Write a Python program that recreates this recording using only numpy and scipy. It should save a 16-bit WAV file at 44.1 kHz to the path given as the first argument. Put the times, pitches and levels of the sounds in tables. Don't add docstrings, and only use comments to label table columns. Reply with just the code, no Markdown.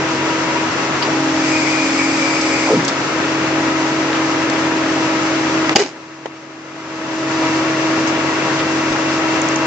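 import sys
import numpy as np
from scipy.fft import rfft, irfft, next_fast_len
from scipy.io import wavfile
from scipy.ndimage import uniform_filter1d, minimum_filter1d, map_coordinates

SR = 44100
rng = np.random.default_rng(int(sys.argv[2]) if len(sys.argv) > 2 else 0)


def generate_wav(sig):
    pcm = np.round(np.clip(np.atleast_2d(sig).T, -1, 1) * 32767).astype(np.int16)
    wavfile.write(sys.argv[1], SR, pcm)


N = 426006
T = np.arange(N) / SR
PUSH_S, STALL_S, RELEASE_S, SPLIT_S = 1.02, 1.8, 2.627, 5.77
BUILD_S, DRAIN_S = 0.595, 0.294


def amp(db):
    return 10 ** (np.asarray(db) / 20)


def unit(x):
    return x / np.sqrt(np.mean(x ** 2) + 1e-20)


def along(points, hz):
    knots_hz, values = np.transpose(points)
    return np.interp(np.log(hz + 1), np.log(knots_hz + 1), values)


def curve(points):
    return np.interp(T, *np.transpose(points))


def ramp(start_s, length_s):
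    return np.sin(np.pi / 2 * np.clip((T - start_s) / length_s, 0, 1)) ** 2


def swell(start_s, length_s):
    return np.sin(np.pi * np.clip((T - start_s) / length_s, 0, 1)) ** 2


def wobble(rate_hz):
    knots = rng.standard_normal(int(N * rate_hz / SR) + 4)
    return unit(map_coordinates(knots, [T * rate_hz]))


def band(centre_hz, width_oct):
    return lambda hz: np.exp(-0.5 * (np.log2((hz + 1) / centre_hz) / width_oct) ** 2)


def resonances(modes):
    return lambda hz: np.sqrt(sum(amp(db) ** 2 / (1 + (2 * (hz - centre_hz) / width_hz) ** 2) ** 2
                                  for centre_hz, width_hz, db in modes))


def filtered(x, response):
    n = x.shape[-1]
    padded = next_fast_len(n + 8192)
    return irfft(rfft(x, padded) * response(np.fft.rfftfreq(padded, 1 / SR)), padded)[..., :n]


def warp(x, speed):
    return np.array([np.interp(np.cumsum(speed), np.arange(len(channel)), channel) for channel in x])


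def rush(colour, envelope=np.ones(N)):
    # freq_hz, coherence
    likeness = [(30, .6), (100, 0.95), (330, 0.97), (600, 0.69), (1200, 0.42), (2500, 0.36), (5000, 0.11),
                (8000, 0.22)]

    def mid_side(hz):
        angle = np.arccos(np.clip(along(likeness, hz), -1, 1)) / 2
        return colour(hz) * np.array([np.cos(angle), np.sin(angle)])

    mid, side = filtered(envelope * rng.standard_normal((2, len(envelope))), mid_side)
    return unit(np.array([mid + side, mid - side]))


def tone(phase, flutter, rate_hz):
    in_phase = (1 + flutter * wobble(rate_hz)) * np.sin(phase)
    return unit(in_phase + flutter * wobble(rate_hz) * np.cos(phase))


def pressure():
    return ramp(PUSH_S, BUILD_S) * (1 - ramp(RELEASE_S, DRAIN_S))


def idle():
    return 1 - ramp(PUSH_S, 0.12)


def overtone_shift_db(stalled_db, freed_db):
    stalled = ramp(STALL_S, 0.15) * (1 - ramp(RELEASE_S, DRAIN_S))
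    return stalled_db * stalled + freed_db * ramp(SPLIT_S, 0.3)


def bumps(length_s=0.08):
    # centre_s, level_db
    knocks = [(2.41, -47), (8.27, -43), (8.6, -46), (8.915, -43)]
    envelope = sum(amp(db) * swell(centre_s - length_s / 2, length_s) for centre_s, db in knocks)
    return envelope * unit(filtered(rng.standard_normal((2, N)), band(centre_hz=32, width_oct=0.7)))


def turbo():
    # time_s, level_db
    levels = [(0, -38.5), (1.1, -46), (3, -44), (4.2, -40.5), (5.7, -42), (7.4, -38), (8.4, -36.5),
              (9.66, -35.5)]
    level_db = curve(levels) + 0.86 * wobble(3.6)
    pitch_hz = 2720 + 5 * wobble(3)
    return amp(level_db) * tone(2 * np.pi * np.cumsum(pitch_hz) / SR, flutter=0.24, rate_hz=25)


def oil_hiss():
    # freq_hz, density_db
    spectrum = [(1500, -25), (3000, -1), (3800, -1.5), (4800, 1.5), (5600, 0.9), (6400, -0.2), (7200, -4),
                (8000, -13)]
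    level_db = -29 + 2.5 * pressure() + 0.68 * wobble(19)
    return amp(level_db) * rush(lambda hz: amp(along(spectrum, hz)))


def engine_block(shaft_phase):
    # multiple, level_db
    orders = [(3, -56), (7, -38.5), (10, -41.5), (11, -40.5), (14, -39), (24, -46), (30, -54.5)]
    return sum(amp(db) * tone(k * shaft_phase, flutter=0.56, rate_hz=12) for k, db in orders)


def diesel_roar():
    # freq_hz, density_db
    spectrum = [(25, -38.5), (55, -24.5), (90, -10.5), (160, -2), (200, -3), (330, 2), (480, 0.5),
                (740, -1.5), (1020, 0.5), (1130, -1.5), (1320, 1.5), (1480, -1.5), (1980, -2), (2820, -7),
                (3020, -9.5), (3500, -12.5), (8000, -39.5)]
    level_db = -20 - pressure() + 0.47 * wobble(25)
    return amp(level_db) * rush(lambda hz: amp(along(spectrum, hz)))


def engine_drone(drone_phase, sag_hz):
    # drone_multiple, level_db, swell_share, stalled_db, freed_db
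    partials = [(2 / 3, -48, 0, 0, 0), (1, -35, 0, -3.5, 0.5), (2, -32, 0.87, 0.5, -2),
                (8 / 3, -39, 0.5, -4.5, -3.5), (4, -39, 0.4, 5, 2), (6, -42, 1.06, -1, -1),
                (8, -42.5, 0, -1, 7)]
    peak_sag_hz, width_hz = 4.1, 1.9
    nearness = np.exp(-0.5 * ((sag_hz - peak_sag_hz) / width_hz) ** 2)
    swell_db = 7.5 * nearness - 5.5 * idle() + wobble(7.8)
    return sum(amp(db + share * swell_db + overtone_shift_db(stalled_db, freed_db))
               * tone(k * drone_phase, flutter=0.18, rate_hz=13)
               for k, db, share, stalled_db, freed_db in partials)


def pump(piston_phase, unload_s=0.11):
    # multiple, level_db, whine_share (the rest is hum), stalled_db, freed_db
    harmonics = [(1, 1.1, 0.08, -1, 0.5), (2, -10, 0.22, -5.5, 3), (3, -2, 0.99, -3, 0.5),
                 (4, -7.5, 0.8, 3, 0.5)]
    # start_s, drop_db, recovery_s
    unloads = [(0.64, 7.5, 0.12), (0.9, 8, 0.06), (2.77, 14.0, 0.22), (5.77, 4.5, 0.55), (8.05, 2.5, 3.6)]
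    dip_db = sum(db * ramp(start_s, unload_s) * np.exp(-np.maximum(T - start_s - unload_s, 0) / recovery_s)
                 for start_s, db, recovery_s in unloads)
    hum_db = -20.5 - 4.5 * idle() - 0.5 * pressure() - dip_db + 0.48 * wobble(4)
    whine_db = -33.5 + 2 * idle() + pressure() + 1.2 * wobble(7)
    return sum(amp(db + share * whine_db + (1 - share) * hum_db + overtone_shift_db(stalled_db, freed_db))
               * tone(k * piston_phase, flutter=0.05 * k ** 2, rate_hz=26)
               for k, db, share, stalled_db, freed_db in harmonics)


def pump_rings(piston_phase):
    # start_s, length_s, level_db
    flares = [(.18, 0.083, -32), (0.276, .08, -30.5), (0.492, .04, -27.5), (0.547, 0.037, -21),
              (0.601, .08, -28)]
    envelope = sum(amp(db) * swell(start_s, length_s) for start_s, length_s, db in flares)
    return envelope * np.sqrt(2) * np.sin(3 * piston_phase)


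def machine(free_piston_hz=321.25):
    # time_s, sag_hz
    sag = [(0, 0.095), (1.03, 0.3), (1.29, 4.95), (1.67, 7), (1.96, 3.103), (2.75, 3.15), (3.0, 0.1),
           (3.33, 1.395), (5.8, 1.39), (5.95, 0.4), (9.66, 0.4)]
    sag_hz = curve(sag)
    piston_hz = free_piston_hz - sag_hz + 0.25 * wobble(4)
    piston_phase = 2 * np.pi * np.cumsum(piston_hz) / SR
    shaft_phase, drone_phase = piston_phase / 9, piston_phase * 0.434
    pumping = pump(piston_phase) + pump_rings(piston_phase)
    engine = engine_block(shaft_phase) + engine_drone(drone_phase, sag_hz) + turbo()
    drone_throb = 1 + 0.028 * np.cos(drone_phase) + 0.022 * np.cos(2 * drone_phase)
    return pumping + engine + drone_throb * (diesel_roar() + oil_hiss())


def valve_rush(open_db=-27.5, seep_db=-34):
    # centre_hz, width_hz, level_db
    modes = [(2270, 30, 0), (2320, 30, 1), (2210, 520, -6), (2470, 40, -1.5), (4900, 460, -11),
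             (5730, 400, -19), (6400, 300, -14), (7180, 280, -12.5), (7730, 280, -16.5)]
    opening = ramp(start_s=1.37, length_s=0.13) * (1 - ramp(RELEASE_S, 0.21))
    flow = amp(open_db) * opening + amp(seep_db) * pressure()
    return flow * amp(1.2 * wobble(22)) * warp(rush(resonances(modes)), speed=1 + 0.008 * wobble(14))


def valve_squeal(flutter=0.25, rate_hz=70):
    # start_s, length_s, pitch_hz, level_db
    squeals = [(1.505, .115, 2468, -26), (1.6, .11, 2272, -30), (1.66, .28, 2466, -28.3),
               (1.72, .13, 2330, -32.5), (1.92, .08, 2275, -31.5), (1.985, 0.065, 2272, -26),
               (2.106, 0.064, 2465, -29.5), (2.203, .075, 2330, -24.5), (2.28, .11, 2335, -32),
               (2.29, .19, 2273, -32.5), (2.438, .15, 2330, -31), (2.49, .15, 2487, -30)]
    tremble = 1 + flutter * (wobble(rate_hz) + 1j * wobble(rate_hz))
    notes = sum(amp(db) * swell(start_s, length_s) ** 0.35 * np.exp(2j * np.pi * hz * T)
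                for start_s, length_s, hz, db in squeals)
    return np.sqrt(2) * np.real(notes * unit(np.abs(tremble)) * np.exp(1j * np.angle(tremble)))


def oil_surges():
    # start_s, length_s, start_hz, end_hz, width_oct, level_db
    gulps = [(1.017, .11, 900, 380, .8, -21.5), (2.655, .085, 850, 550, .6, -19),
             (2.69, .085, 500, 380, .3, -14), (2.72, .075, 310, 250, .35, -17),
             (2.69, .165, 170, 145, .28, -22.5)]
    out = np.zeros(N)
    for start_s, length_s, start_hz, end_hz, width_oct, db in gulps:
        eddies = rush(band(start_hz, width_oct), np.ones(SR // 2))
        progress = np.clip((T - start_s) / length_s, 0, 1)
        speed = (end_hz / start_hz) ** progress * (T > start_s)
        out += amp(db) * swell(start_s, length_s) ** 0.55 * warp(eddies, speed)[0]
    return out


def rock_ticks():
    # start_s, level_db, centre_hz, width_oct, t60_s
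    fractures = [(1.026, -18, 4650, 0.14, 0.085), (1.023, -20, 3000, .55, .14),
                  (2.413, -19.5, 5040, 0.37, 0.091), (2.848, -19.5, 6030, 0.3, .05),
                 (2.88, -15.5, 4480, 0.49, 0.1), (4.13, -13, 1405, 0.99, .015),
                 (4.15, -21, 2880, 0.18, 0.055), (4.499, -17, 4820, 0.51, 0.017),
                 (5.694, -3.5, 1045, 1.3, 0.014), (5.7515, -10, 4030, .9, .04), (5.7546, 6, 650, 0.7, .02),
                 (6.258, 6, 640, 0.68, 0.013), (6.2578, -5, 1895, 0.9, 0.013),
                 (6.2604, -4.5, 1694, 0.9, .014), (6.266, -5, 620, .7, 0.025),
                 (8.074, -23, 5440, 0.37, 0.14), (8.593, -22.5, 3040, 0.5, 0.1),
                 (8.925, -25.5, 4290, .6, .06), (9.4172, -16, 6750, 0.15, .017),
                 (9.4878, -16.5, 6600, 0.17, 0.012), (9.5597, -15, 6300, .14, 0.02)]
    lead = SR // 200
    out, t = np.zeros((2, N + SR)), T[:SR // 4]
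    for start_s, db, centre_hz, width_oct, t60_s in fractures:
        fade = np.pad(amp(-60 * t / t60_s), (lead, 0))
        crackle = rush(band(centre_hz, width_oct), fade) * np.sqrt(np.mean(fade ** 2))
        first = round(start_s * SR) - lead
        out[:, first:first + len(fade)] += amp(db) * crackle
    return out[:, :N]


def wedge_slips():
    # start_s, length_s, pitch_hz, level_db
    slips = [(5.751, 0.013, 245, 3), (5.754, 0.012, 852, 3.5), (5.784, 0.048, 407.5, 3),
             (5.816, 0.015, 407.5, 0), (5.838, 0.035, 280, -8)]
    return sum(amp(db) * swell(start_s, length_s) * np.sqrt(2) * np.sin(2 * np.pi * hz * T)
               for start_s, length_s, hz, db in slips)


def rock_split():
    # start_s, rise_s, hold_s, level_db, t60_s, grit_db, ring_db
    bursts = [(5.758, 0.001, 0.0076, 11, 0.035, 3, 0), (5.763, 0.032, 0.012, 1.8, 0.27, 3.3, -10)]
    # freq_hz, density_db
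    stone = [(60, -24), (170, -6), (400, 4.5), (650, 0.5), (850, 1.5), (980, -5), (1300, -3.5), (2000, -2),
             (3500, -7), (5200, -6), (6800, -9), (8000, -19.5)]
    # centre_hz, width_hz, level_db
    modes = [(404, 100, 0.5), (820, 150, -1), (2920, 400, -5.5), (4770, 170, -0.5), (5170, 160, -3),
             (6600, 260, -5.5)]
    out = np.zeros((2, N))
    for start_s, rise_s, hold_s, db, t60_s, grit_db, ring_db in bursts:
        grains = amp(grit_db * wobble(1200))
        fractures = rush(lambda hz: amp(along(stone, hz)), grains)
        ringing = amp(ring_db) * rush(resonances(modes), grains)
        decay_db = 60 * np.maximum(T - start_s - rise_s - hold_s, 0) / t60_s
        out += ramp(start_s, rise_s) * amp(db - decay_db) * (fractures + ringing)
    return out


def off_axis(x):
    # freq_hz, level_db
    lean = [(100, 0), (330, -0.6), (900, 2.5), (1500, 3.5), (2500, 5.5), (4400, -0.5), (7500, 3)]
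    # freq_hz, lag_rad
    lag = [(100, 0), (330, -0.15), (1100, 0), (2760, 1.3), (4000, 5.8), (5500, 7), (7700, 10.5)]
    side = np.array([[0.5], [-0.5]])
    return filtered(x, lambda hz: amp(side * along(lean, hz)) * np.exp(-1j * side * along(lag, hz)))


def scene():
    excavator = off_axis(machine() + valve_rush() + valve_squeal())
    return excavator + oil_surges() + rock_ticks() + rock_split() + wedge_slips() + bumps()


def gain_control(x, limit_db, hold_s, recovery_db_per_s):
    power = np.abs(uniform_filter1d(np.mean(x ** 2, axis=0), SR // 80))
    needed_db = np.minimum(0, limit_db - 10 * np.log10(power + 1e-12))
    window, ahead = int(hold_s * SR) // 2 * 2 + 1, SR // 50
    held_db = minimum_filter1d(needed_db, window, origin=window // 2, mode="nearest")
    climb_db = recovery_db_per_s * T
    gain_db = np.minimum.accumulate(held_db - climb_db) + climb_db
    return x * amp(uniform_filter1d(gain_db, ahead, origin=-ahead // 2 + 1))


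def record(dry):
    ceiling, top_hz = 0.95, 8064
    ducked = gain_control(dry, limit_db=-4.0, hold_s=0.85, recovery_db_per_s=21.5)
    limited = ducked / (1 + np.abs(ducked / ceiling) ** 6) ** (1 / 6)
    return filtered(limited, lambda hz: hz < top_hz)


dry = scene()
out = record(dry)
generate_wav(out)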